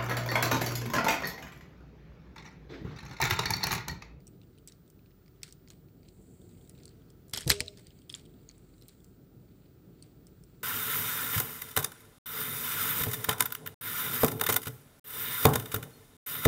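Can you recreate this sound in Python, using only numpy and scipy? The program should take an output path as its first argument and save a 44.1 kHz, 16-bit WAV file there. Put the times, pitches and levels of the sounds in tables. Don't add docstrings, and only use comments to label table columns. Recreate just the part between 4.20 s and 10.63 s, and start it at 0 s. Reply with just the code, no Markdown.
import sys
import numpy as np
from scipy import signal
from scipy.fft import rfft, irfft, next_fast_len
from scipy.io import wavfile
from scipy.ndimage import map_coordinates

SR = 44100
rng = np.random.default_rng(int(sys.argv[2]) if len(sys.argv) > 2 else 0)


def inscribe(sig):
    pcm = np.round(np.clip(np.atleast_2d(sig).T, -1, 1) * 32767)
    wavfile.write(sys.argv[1], SR, pcm.astype(np.int16))


def gain_from_db(level_db):
    decades = np.asarray(level_db, float) / 20
    return 10 ** decades


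N = 283563


def unit(x):
    return x / np.sqrt(np.mean(x ** 2) + 1e-20)


def along(points, hz):
    point_hz, value = np.transpose(points)
    return np.interp(np.log(hz + 1), np.log(point_hz + 1), value)


def wobble(rate):
    knots = rng.standard_normal(int(N * rate / SR) + 4)
    return map_coordinates(knots, [np.arange(N) * rate / SR])


def filtered(x, response):
    size = next_fast_len(len(x) + 4096)
    spectrum = rfft(x, size) * response(np.fft.rfftfreq(size, 1 / SR))
    return irfft(spectrum, size)[:len(x)]


def resonances(modes):
    def response(f):
        total = 0
        for k, (hz, width, db) in enumerate(modes):
            total = total + (-1) ** k * gain_from_db(db) * 1j * f * width / (hz * hz - f * f + 1j * f * width)
        return total
    return response


def swells(rows):
    t = np.arange(N) / SR
    total = np.zeros(N)
    for s, hold, db, rise, fall in rows:
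        before = np.clip(s - t, 0, None)
        after = np.clip(t - s - hold, 0, None)
        total += gain_from_db(db - rise * before - fall * after)
    return total


# (time [s], level [dB])
TRAFFIC_LEVEL = [(0, -55.5), (.9, -58.5), (2, -54.5), (2.8, -56.5), (3.5, -55.5), (3.8, -57), (4.1, -55),
                 (4.5, -58.5), (5.3, -56), (6.43, -56)]
# (frequency [Hz], level [dB per Hz])
RUMBLE_COLOUR = [(18, -33.5), (30, -14.5), (70, -4.5), (140, -0.5), (191, -3), (211, -10.5), (237, -7),
                 (385, -8.5), (415, -13), (446, -11.5), (494, -18.5), (779, -27), (1000, -35), (1300, -71),
                 (2200, -120)]
# (frequency [Hz], level [dB per Hz])
AIR_COLOUR = [(500, -16), (900, -5), (1320, 5), (1700, -2), (2400, -7), (4400, -6.5), (6500, -10),
              (10000, -12.5), (14000, -11), (15200, -7), (15850, -10), (16100, -38.5)]


def background():
    lumpy = rng.standard_normal(N) * gain_from_db(0.99 * wobble(25))
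    rumble = unit(filtered(lumpy, lambda hz: gain_from_db(along(RUMBLE_COLOUR, hz))))
    time, level = np.transpose(TRAFFIC_LEVEL)
    traffic_db = np.interp(np.arange(N) / SR, time, level)
    rumble = gain_from_db(traffic_db + 0.57 * wobble(2.7)) * rumble

    drone_hz = 48 + 1.3 * wobble(3.8)
    drone = gain_from_db(-65.5 + 2.5 * wobble(7.1)) * np.sin(2 * np.pi * np.cumsum(drone_hz) / SR)

    air = unit(filtered(rng.standard_normal(N), lambda hz: gain_from_db(along(AIR_COLOUR, hz))))
    hiss = gain_from_db(-75.5 + 1.0 * wobble(1.4)) * air

    whine_hz = 14766 + 3 * wobble(4) + 7 * wobble(30)
    whine = gain_from_db(-73.0 + 0.95 * wobble(4.3)) * np.sin(2 * np.pi * np.cumsum(whine_hz) / SR)
    return rumble + drone + hiss + whine


# (start [s], hold [s], hiss level [dB], scrape level [dB])
FINGER_STROKES = [(.3, 0.061, -92, -85), (1.9, 0.023, -78, -80), (2.04, .2, -67.5, -81.5),
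                  (2.404, 0.28, -72.5, -75), (3.443, .06, -77, -68.5), (3.62, 0.044, -77, -71),
                  (3.746, 0.046, -74.5, -73), (4.047, 0.33, -82, -78), (4.449, .15, -74.5, -85.5),
                  (4.698, 0.04, -74, -77), (4.861, 0.029, -76.5, -88), (5.3, 0.17, -82.5, -82),
                  (5.84, 0.033, -80.5, -78), (6.08, 0.037, -87, -87), (6.249, .12, -81.5, -83)]
# (frequency [Hz], width [Hz], level [dB])
SKIN_MODES = [(7400, 1000, 5), (8500, 1300, 3), (9890, 530, -2), (11400, 1400, -11)]
# (frequency [Hz], width [Hz], level [dB])
SHELL_MODES = [(3300, 400, -1), (3870, 1200, -3.5), (4700, 600, -3), (2200, 730, -4.5)]


def fingers():
    def rubbing(column):
        press, lift = 90.5, 127
        return swells([(row[0], row[1], row[column], press, lift) for row in FINGER_STROKES])

    fine_grains = rng.standard_normal(N) * gain_from_db(1.8 * wobble(240) + 1.2 * wobble(13))
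    hiss = unit(filtered(fine_grains, resonances(SKIN_MODES)))
    coarse_grains = rng.standard_normal(N) * gain_from_db(3.5 * wobble(120) + 1.9 * wobble(20))
    scrape = unit(filtered(coarse_grains, resonances(SHELL_MODES)))
    hiss_gain = gain_from_db(-4.5) * (gain_from_db(-88.5) + rubbing(2))
    scrape_gain = gain_from_db(-3) * (gain_from_db(-85.5) + rubbing(3))
    return hiss_gain * hiss + scrape_gain * scrape


# (peak time [s], level [dB], fall [dB per s])
JOLTS = [(0.479, -60.5, 253), (1.237, -54.5, 256), (1.51, -63.5, 250), (3.136, -37, 360),
         (3.16, -46, 249.5), (3.178, -51, 243), (3.21, -55, 200), (3.278, -42.5, 304), (3.3, -23.5, 577),
         (3.33, -58, 196), (3.574, -59, 199), (3.901, -56.5, 300), (3.945, -53.5, 246), (4.69, -68, 200),
         (5.828, -71.5, 300)]


def rattle():
    grains = rng.standard_normal(N) * gain_from_db(4.5 * wobble(300))
    shaking = swells([(s, 0, db, 6000, fall) for s, db, fall in JOLTS])
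    panel_modes = [(1315.4, 900, -8.0), (5500, 280, -6.5), (8200, 1500, -6.5), (12700, 2000, -19.5)]
    return shaking * unit(filtered(grains, resonances(SHELL_MODES + panel_modes)))


# (time [s], level [dB], hardness [Hz])
TABLE_PUSHES = [
    (3.1350, -35, 600),
    (3.175, -37, 714),
    (3.265, -17.5, 281),
    (3.2710, -22, 455),
    (3.302, -23.5, 1203),
    (3.317, -39, 1100),
    (3.4040, -33, 2000),
    (3.5800, -51.5, 820),
]
# (frequency [Hz], level [dB], time to fall 60 dB [s])
TABLE_MODES = [(70, -13, 0.21), (85, -7.5, .35), (118, 3.5, 0.069), (256, 0.5, 0.066), (313, -2.5, 0.059),
               (408, -9, 0.59), (484.2, -7.5, 0.2), (607.4, -15, 0.53), (665, -17, 0.5), (776, -19.5, .12),
               (875, -3.5, .05), (1010, -17, 0.11)]


def table():
    out, t = np.zeros(N + SR), np.arange(SR // 2) / SR
    onset = 1 - np.exp(-t / 0.0031)
    for s, db, hard_hz in TABLE_PUSHES:
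        start = round(s * SR)
        for hz, level, t60 in TABLE_MODES:
            neighbour_hz = hz + rng.normal(0, 8)
            pair = np.sin(2 * np.pi * hz * t) + 1.1 * np.sin(2 * np.pi * neighbour_hz * t)
            reach = gain_from_db(db + level - 10.0 + rng.normal(0, 1)) / (1 + (hz / hard_hz) ** 2)
            out[start:start + len(t)] += reach * gain_from_db(-60 * t / t60) * onset * pair
    return out[:N]


# (frequency [Hz], time to fall 60 dB [s])
YARD_DECAY = [(500, .3), (2000, .35), (5000, .4), (9000, .4), (10500, .15), (14000, .1)]


def echo_tail():
    hz, t, z = signal.stft(rng.standard_normal(SR // 2), SR, nperseg=128)
    fade = gain_from_db(-60 * t / along(YARD_DECAY, hz)[:, None])
    tail = signal.istft(z * fade, SR, nperseg=128)[1]
    return tail / np.linalg.norm(tail)


# (time [s], peak level [dB], main ring [Hz], second ring [Hz])
BODY_BOOMS = [
    (1.2321, -45, 2320, 2010),
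    (1.5041, -57, 1390, 2200),
    (3.1361, -39.5, 2050, 790),
    (3.1751, -38.5, 740, 1520),
    (3.2091, -44.5, 1636, 2068),
    (3.3018, -19, 1780, 1010),
    (3.4048, -25, 2413, 1950),
    (3.9421, -54, 1630, 2010),
]
# (time [s], peak level [dB], main ring [Hz], second ring [Hz], crack over rings [dB])
HARD_LATCHES = [(1.2316, -29, 4570, 7960, 12), (3.1348, -30, 5270, 11970, 10),
                (3.1359, -25.5, 3400, 11400, 4.5), (3.174, -25, 5200, 12950, 7),
                (3.1767, -29, 5250, 3300, -3.5), (3.1813, -32, 3200, 5400, -19),
                (3.2072, -34, 8000, 9300, 8.5), (3.2768, -26, 4060, 11010, 8),
                (3.2782, -29.5, 12060, 8027, 3), (3.2912, -29.5, 8500, 7105, 7),
                (3.2964, -17, 8300, 12400, 8), (3.3009, -12, 4230, 12800, 1),
                (3.3021, -10.5, 4230, 7800, 0), (3.3053, -20.5, 4200, 7640, 8),
                (3.3081, -19.5, 5000, 2139, -0.4), (3.3165, -12.5, 2340, 9094, 5),
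                (3.319, -28.5, 4260, 7090, -0.5), (3.3257, -30.5, 3490, 7800, -7),
                (3.4045, -18, 4430, 8800, 3.5), (3.4809, -32, 3940, 8360, -42),
                (3.899, -33, 3410, 5280, -9), (3.9409, -31, 3400, 5000, -23),
                (3.949, -36, 7280, 10100, -19), (4.2898, -43, 6680, 4380, -14)]
# (time [s], peak level [dB], main ring [Hz], second ring [Hz])
JOINT_SNAPS = [(.4743, -39.5, 8050, 9440), (1.2897, -53, 4750, 8500), (1.3247, -42.5, 7800, 5660),
               (1.4845, -51.5, 5200, 6950), (1.5027, -44, 4050, 6860), (2.4952, -45, 9300, 7650),
               (2.903, -52, 7600, 5080), (3.082, -54.5, 7480, 11800), (3.0955, -48, 7400, 10900),
               (3.1105, -53, 7500, 11100), (3.142, -34, 3450, 8650), (3.1468, -28, 3380, 5240),
               (3.1866, -37, 8255, 5100), (3.2706, -40.5, 10940, 6230), (3.4604, -45.5, 4090, 8740),
               (3.573, -46, 4900, 3570), (3.9581, -45.5, 4550, 7540), (4.693, -51.5, 4030, 7560)]
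# (time [s], peak level [dB], main ring [Hz], second ring [Hz])
PANEL_CLACKS = [(.479, -46, 8000, 4900), (.487, -48, 7850, 3870), (.5218, -48.5, 5500, 3900),
                (.7007, -52, 8770, 12140), (1.4753, -52, 2110, 4690), (1.5091, -54, 7950, 4320),
                (1.8864, -50, 4150, 7850), (2.6337, -49, 4300, 7400), (2.6548, -43, 8600, 4370),
                (2.6789, -49, 4540, 7700), (3.1977, -46, 4180, 2700), (3.2125, -41, 7160, 3072),
                (3.3972, -37, 4030, 7450), (3.4744, -46, 4390, 2670), (3.5848, -55, 5250, 8340),
                (3.6687, -45.5, 4780, 8600), (3.7053, -53.5, 3175, 4900), (3.9051, -50, 3400, 8630),
                (4.6223, -49.5, 4120, 12000), (4.6824, -46, 11880, 8700), (4.8442, -50, 7505, 15300),
                (6.0689, -48.5, 8460, 5293), (6.2372, -52, 8540, 5300)]
# (time [s], peak level [dB], main ring [Hz], second ring [Hz])
LIGHT_TAPS = [(.0694, -47, 8010, 5700), (.0772, -46.5, 8200, 5800), (.4834, -45.5, 7800, 5600),
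              (2.6914, -54, 4470, 8140), (3.2269, -41, 3300, 5110), (3.2317, -45, 3250, 5260),
              (3.259, -47, 4940, 8005), (3.3625, -46, 3550, 2100), (3.4138, -42.5, 4800, 3120),
              (3.8946, -42.5, 8910, 3260), (3.926, -42, 8880, 5050), (3.9506, -42, 3500, 6360),
              (3.9946, -51, 3180, 7170), (4.2969, -50.5, 4310, 2190), (4.3119, -53.5, 4520, 6670),
              (4.3802, -56, 8040, 9980), (4.6867, -48, 4020, 11800), (3.2155, -42, 3300, 6900),
              (3.2215, -47, 3300, 6900), (4.6131, -54, 4050, 8620), (5.8248, -42, 8770, 4464)]
# (time [s], peak level [dB], ring [Hz])
SHELL_CREAKS = [(.0042, -60.5, 4820), (.2155, -57.5, 4000), (.233, -62, 2960), (.3773, -60, 4050),
                (.792, -63, 2490), (.86, -60, 2480), (.9073, -64, 2020), (.9154, -65, 2630),
                (1.0608, -60.5, 4560), (1.0798, -57, 5000), (1.1612, -68.5, 3170), (1.2184, -57, 1940),
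                (1.5355, -69, 3150), (1.6854, -64, 4260), (1.831, -59.5, 4650), (1.8827, -57, 4050),
                (2.5016, -64, 5060), (2.5094, -63, 5000), (2.551, -60, 3840), (2.587, -59, 4100),
                (2.6014, -59, 2050), (2.8186, -64.5, 3150)]
# (time [s], peak level [dB], ring [Hz])
PANEL_TICKS = [(.3843, -56, 3110), (.6613, -68, 3940), (.6778, -59.5, 8150), (1.3083, -56, 5040),
               (2.2163, -58, 8170), (2.292, -58.5, 7160), (2.3113, -58, 7940), (2.3823, -62, 3190),
               (2.412, -60, 3340), (2.451, -62, 8100), (2.475, -58, 7860), (2.5777, -56, 3880),
               (2.9004, -61, 3302), (3.789, -58.5, 4570), (3.8187, -57, 3220), (4.0535, -52.5, 3450),
               (4.0606, -57, 3190), (4.0951, -65, 3420), (4.1393, -60, 3510), (4.2314, -62.5, 7860),
               (4.5807, -60.5, 7480), (4.633, -59, 4010), (4.8036, -60, 8470), (6.4077, -65.5, 7120)]


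def contacts():
    panels = list(HARD_LATCHES)
    for rows, crack_db in ((JOINT_SNAPS, 6.5), (PANEL_CLACKS, 1.1), (LIGHT_TAPS, -2.5)):
        panels += [(*row, crack_db) for row in rows]
    for rows, middle_hz in ((SHELL_CREAKS, 3250), (PANEL_TICKS, 5400)):
        panels += [(s, db, hz, middle_hz * middle_hz / hz, -2.4) for s, db, hz in rows]
    panel_crack_hz, body_crack_hz = 6100, 1600
    cracks = [(*row, np.sqrt(row[2] * panel_crack_hz)) for row in panels]
    booms = [(*row, -6.5, np.sqrt(row[2] * body_crack_hz)) for row in BODY_BOOMS]
    return sorted(cracks + booms)


def clicks():
    near, walls = np.zeros(N + SR), np.zeros((6, N + SR))
    t = np.arange(SR // 12) / SR
    burst = (1 - np.exp(-t / 0.00014)) / (1 + (t / 0.0019) ** 6)
    fading = gain_from_db(-60 * t / .045) * (1 - np.exp(-t / .0005))

    def shell_colour(f):
        dull = 1 / (1 + (f / 9800) ** 12)
        dip = 1 - .5 / (1 + ((f - 6300) / 700) ** 2)
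        return (dull + .1) * dip

    for k, (s, db, hz, second_hz, crack_db, crack_hz) in enumerate(contacts()):
        main_ring = np.sin(2 * np.pi * hz * t)
        second_ring = np.sin(2 * np.pi * (second_hz * t + rng.random()))
        rings = main_ring + gain_from_db(crack_db / 2 - 1.0) * second_ring

        broad = resonances([(crack_hz, .95 * crack_hz, 0)])
        crack = unit(filtered(burst * rng.standard_normal(len(t)), lambda f: broad(f) ** 2))
        snap = unit(burst * rings) + gain_from_db(crack_db - 5.5) * crack

        panels = resonances([(hz, 1200, 0), (second_hz, 1000, -3),
                             (crack_hz, 1.3 * crack_hz, crack_db - 3), (2400, 700, -6)])
        shell = unit(filtered(rng.standard_normal(len(t)), lambda f: panels(f) * shell_colour(f)))

        start = round(s * SR)
        near[start:start + len(t)] += gain_from_db(db + 4) * snap / np.max(abs(snap))
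        near[start:start + len(t)] += gain_from_db(db - 13.5) * fading * shell
        late = start + 130
        walls[k % len(walls), late:late + len(t)] += gain_from_db(db - 25.5) * burst * shell
    return near[:N] + sum(signal.fftconvolve(wall, echo_tail())[:N] for wall in walls)


def scene():
    return (background() + fingers() + rattle() + table() + clicks())[None]


def low_pass(x):
    return signal.sosfilt(signal.butter(12, 16650, fs=SR, output="sos"), x)


def record(dry):
    def band(hz):
        return 1 / (1 + (40 / (hz + 1)) ** 20) / (1 + (hz / 15950) ** 120)
    mix = filtered(dry[0], band)[None]
    return low_pass(mix)


dry = scene()
out = record(dry)
inscribe(out)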